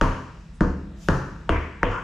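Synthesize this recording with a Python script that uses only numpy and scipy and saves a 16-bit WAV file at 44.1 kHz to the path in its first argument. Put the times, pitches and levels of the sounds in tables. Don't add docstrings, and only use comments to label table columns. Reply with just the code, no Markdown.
import sys
import numpy as np
from scipy import signal
from scipy.fft import rfft, irfft, next_fast_len
from scipy.io import wavfile
from scipy.ndimage import uniform_filter1d

SR = 44100
rng = np.random.default_rng(int(sys.argv[2]) if len(sys.argv) > 2 else 0)


def materialize(psi):
    bounded = np.clip(np.atleast_2d(psi).T, -1, 1)
    quanta = np.round(bounded * 32767).astype(np.int16)
    wavfile.write(sys.argv[1], SR, quanta)


def elevation(decibels):
    levels = np.asarray(decibels, float)
    return 10 ** (levels / 20)


N = 89655
T = np.arange(N) / SR


def table(rows, hz):
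    rows = np.array(rows)
    return np.interp(np.log(hz), np.log(rows[:, 0]), rows[:, 1])


def shape(x, gain):
    size = next_fast_len(N + SR // 4)
    hz = np.fft.rfftfreq(size, 1 / SR) + 1
    return irfft(rfft(x, size) * gain(hz), size)[..., :N]


def band(x, hz, width):
    return shape(x, lambda f: 1 / (1 + ((f - hz * hz / f) / width) ** 6))


def unit(x):
    return x / np.sqrt(np.mean(x ** 2))


def noise_band(hz, width, channels=2):
    return band(rng.standard_normal((channels, N)), hz, width)


def walk(rate):
    k = int(SR / rate)
    return unit(uniform_filter1d(uniform_filter1d(rng.standard_normal(N), k), k))


def ring(at, modes, db, scale_hz=1, loose=0):
    scatter_db, detune = 2.5, .02
    t, out = np.maximum(T - at, 0), 0
    for (mode_hz, mode_db, t60), c in zip(modes, rng.standard_normal((len(modes), 3))):
        size = elevation(db + mode_db + loose * scatter_db * c[0])
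        if loose:
            size = size * np.sign(c[2])
        hz = mode_hz * scale_hz * (1 + loose * detune * c[1])
        out = out + size * np.sin(2 * np.pi * hz * t) * 1000. ** (-t / t60)
    return out


# (frequency [Hz], side level [dB])
SHED_SIDE = [(40, -37), (125, -24), (300, -16), (700, -10), (2000, -6), (10000, -7)]


def wide(mid, side):
    side = shape(side, lambda f: elevation(table(SHED_SIDE, f)))
    return np.array([mid + side, mid - side])


# (time [s], slap level [dB], slap frequency [Hz], slap length [cycles], whistle level [dB])
BOUNCES = [
    (.0132, -6.5, 1350, 2.1, -37),
    (.6083, -12, 1450, 2.0, -48),
    (1.0867, -8, 1420, 2.4, -40),
    (1.4934, -6.5, 1200, 1.5, -33),
    (1.8317, -1.5, 1500, 1.6, -29),
]


def slap():
    out = np.zeros(N)
    for at, db, hz, cycles, _ in BOUNCES:
        t = T - at
        linger = np.where(t > 0, 1.6, 1)
        out += elevation(db) * np.sin(2 * np.pi * hz * t) * np.exp(-(3 * t * hz / cycles / linger) ** 2)
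    return out


# (grit tick [dB], lug knock [dB], groove ring [dB])
TICKS = [(-29.5, -19.5, -27.5), (-35, -43, -34), (-27.5, -24, -53), (-38, -19.5, -28.5), (-35, -41, -32.5)]


def contact():
    knock_hz, knock_s, tick_s = 2950, .0006, .001
    out = np.zeros(N)
    for (at, *_), (tick_db, knock_db, _) in zip(BOUNCES, TICKS):
        t = T - at
        out += elevation(knock_db) * np.sin(2 * np.pi * knock_hz * t) * np.exp(-(t / knock_s) ** 2)
        grit = unit(noise_band(4300, 5500, 1)[0])
        out += elevation(tick_db) * grit * np.exp(-(t / tick_s) ** 2)
    return out


def whistle():
    hz, rise_s, fall_s = 925, .006, .0046
    out = np.zeros(N)
    for at, *_, db in BOUNCES:
        t = T - at
        swell = np.exp(np.minimum(t, 0) / rise_s - np.maximum(t, 0) / fall_s)
        out += elevation(db) * swell * np.sin(2 * np.pi * hz * t)
    return out


# (slab level [dB], carcass level [dB], carcass frequency [Hz], carcass swell [s])
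DRIVE = [(-15, -17, 89, .03), (-18, -20.5, 72, 0.0043), (-21.5, -16, 83, 0.0086), (-19, -16.5, 76, 0.0103),
         (-20.5, -19, 100, 0.042)]
# (frequency [Hz], level [dB], T60 [s])
SLAB = [(33.2, 1.5, 0.44), (45.3, -12, .8)]


def floor_slab():
    hold_s, release_s, rise_s, lag_s, after_db = 0.12, 0.023, 0.0086, .004, -20.5
    out = 0
    for (at, *_), (db, *_) in zip(BOUNCES, DRIVE):
        t = np.maximum(T - at, 0)
        heave = np.exp(-(np.maximum(t - hold_s, 0) / release_s) ** 2) + elevation(after_db)
        out = out + heave * (1 - np.exp(-t / rise_s)) * ring(at + lag_s, SLAB, db)
    return out


# (ratio to carcass frequency [1], level [dB], T60 [s])
CARCASS = [(1.002, -1.5, 0.47), (1.38, -1.5, 0.18), (1.7, -9, 0.17)]
# (frequency [Hz], level [dB], T60 [s])
BELT = [(150.4, -2.5, 0.27), (129.9, -2, 0.96)]
# (cavity [dB], sidewall [dB], shoulder [dB], belt [dB])
SKIN = [(-25, -19, -21, -20), (-17.5, -17, -25.5, -26.5), (-22, -20.5, -24.5, -22.5),
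        (-30, -20.5, -25, -31), (-29.5, -24.5, -22, -36.5)]


def carcass():
    belt_swell_s = 0.02
    out = 0
    for (at, *_), (_, db, hz, swell_s), (*_, belt_db) in zip(BOUNCES, DRIVE, SKIN):
        t = np.maximum(T - at, 0)
        out = out + (1 - np.exp(-(t / swell_s) ** 2)) * ring(at, CARCASS, db, hz)
        out = out + (1 - np.exp(-(t / belt_swell_s) ** 2)) * ring(at, BELT, belt_db, loose=1)
    return out


BODY_LAG_S = .0008

# (frequency [Hz], level [dB], T60 [s])
CAVITY = [(185, 0, .42), (207, -1, .4), (198, -13, 1.3), (172, -15, 1.3)]


def air_cavity():
    out = 0
    for (at, *_), (db, *_) in zip(BOUNCES, SKIN):
        out = out - ring(at + BODY_LAG_S, CAVITY, db)
    return out


# (frequency [Hz], level [dB], T60 [s])
SIDEWALL = [(258.6, -8, 0.19), (295.4, -5.5, 0.16), (320.5, -7, 0.05), (347.7, -2, 0.076), (395, -1, 0.04)]
# (frequency [Hz], level [dB], T60 [s])
SHOULDER = [(442.9, 0, 0.075), (519, 0, 0.098), (548.6, -2.5, .12), (616, -15, 0.36), (669.4, 0, 0.041),
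            (769.4, -6.5, 0.12), (900.7, -11.5, .15)]


def sidewalls():
    out = 0
    for (at, *_), (_, wall_db, shoulder_db, _) in zip(BOUNCES, SKIN):
        out = out + ring(at + BODY_LAG_S, SIDEWALL, wall_db, loose=0.78)
        out = out + ring(at + BODY_LAG_S, SHOULDER, shoulder_db, loose=1)
    return out


# (blocks [dB], edges [dB], grit [dB], dust [dB], decay factor [1])
CLATTER = [(-27.5, -38.5, -46, -58, 0.95), (-31, -49.5, -52.5, -67, 0.69), (-27, -45.5, -47.5, -60.5, 1.),
           (-31.5, -36.5, -54.5, -65.5, 0.86), (-54, -37, -59.5, -77, 1.)]
# (frequency [Hz], width [Hz])
CLATTER_HZ = [
    (1200, 977),
    (2300, 1650),
    (5100, 3700),
    (9000, 4900),
]
# (frequency [Hz], T60 [s])
SHED_T60 = [(60, 0.52), (100, 0.55), (250, 0.73), (600, .55), (1500, 0.78), (4000, 0.97), (10000, 0.63)]
SHED_BUILD_S = 0.0025


def clatter():
    bands = [*CLATTER_HZ, (1048, 300)]
    out = 0
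    for (at, *_), (*levels, factor), (*_, groove_db) in zip(BOUNCES, CLATTER, TICKS):
        t = np.maximum(T - at, 0)
        build = 1 - np.exp(-t / SHED_BUILD_S)
        for db, (hz, width) in zip([*levels, groove_db], bands):
            fade = build * 1000. ** (-t / factor / table(SHED_T60, hz))
            out = out + fade * elevation(db) * unit(noise_band(hz, width))
    return wide(*out)


# (start [s], rise [s], fall [s], level [dB], frequency [Hz])
SCUFFS = [(0.331, 0.082, .25, -70, 5500), (.52, 0.035, 0.11, -65.5, 7600), (.68, 0.02, 0.086, -62, 5500),
          (.93, 0.097, 0.35, -56.5, 5740), (0.949, 0.092, 0.44, -63.5, 10500), (.95, 0.17, 0.13, -54, 3010),
          (1.09, 0.066, 0.17, -56, 5460), (1.5, 0.05, 0.42, -35.5, 1850), (1.85, 0.11, 0.2, -31.5, 1183),
          (1.86, 0.062, 0.41, -58, 5560)]


def scuffs():
    flicker_db = 1.5
    out = 0
    for at, rise, fall, db, hz in SCUFFS:
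        t = T - at
        env = np.clip(t / rise, 0, 1) ** 1.5 * 1000. ** (-np.maximum(t - rise, 0) / fall / 2)
        mid, side = (unit(x) for x in noise_band(hz, hz * .6))
        out = out + elevation(db + flicker_db * walk(49)) * env * wide(mid, side)
    return out


def shed(x):
    echo = 0
    for hz in 40 * 2 ** np.arange(0, 8.6, .5):
        fade = 1000. ** (-T / table(SHED_T60, hz))
        echo = echo + fade * noise_band(hz, hz / 3)
    echo = wide(*echo) * (1 - np.exp(-T / SHED_BUILD_S)) * 0.026
    return signal.fftconvolve(echo, x[None], axes=1)[:, :N]


# (frequency [Hz], density [dB per Hz])
HUM = [(25, -9), (45, 12.5), (110, -4.5), (200, -2.5), (300, -17), (1000, -24.5), (6500, -39), (12000, -61)]
# (frequency [Hz], level [dB], width [Hz])
DRONE = [(164.4, -51, 6.3), (203.5, -60, 14)]


def hum():
    level_db, flicker_db = -42, 2
    out = 0
    for hz in 28 * 2 ** np.arange(0, 8.9, .5):
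        out = out + elevation(table(HUM, hz) + flicker_db * walk(6.4)) * noise_band(hz, hz / 3)
    out = unit(out) * elevation(level_db)
    for hz, db, width in DRONE:
        out = out + elevation(db) * unit(noise_band(hz, width))
    return wide(*out)


# (frequency [Hz], left-right difference [dB])
PAN_DB = [(40, .1), (250, .9), (1000, 2), (2500, 2.7), (10000, 1.5)]


def scene():
    smack, low, cavity, skin = slap(), carcass(), air_cavity(), sidewalls()
    wet = shed(elevation(-9.5) * smack + skin + elevation(-12) * cavity + elevation(-0.5) * low)
    direct = smack + contact() + whistle() + floor_slab() + low + cavity + skin
    left, right = direct + wet + clatter() + scuffs()
    left = shape(left, lambda f: elevation(table(PAN_DB, f) / 2))
    right = shape(right, lambda f: elevation(-table(PAN_DB, f) / 2))
    return np.array([left, right]) + hum()


def roll_off(x):
    return signal.sosfilt(signal.butter(12, 16000, fs=SR, output="sos"), x)


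def record(dry):
    top_hz = 14000
    mix = shape(dry, lambda f: 1 / (1 + (f / top_hz) ** 10))
    return roll_off(mix)


dry = scene()
out = record(dry)
materialize(out)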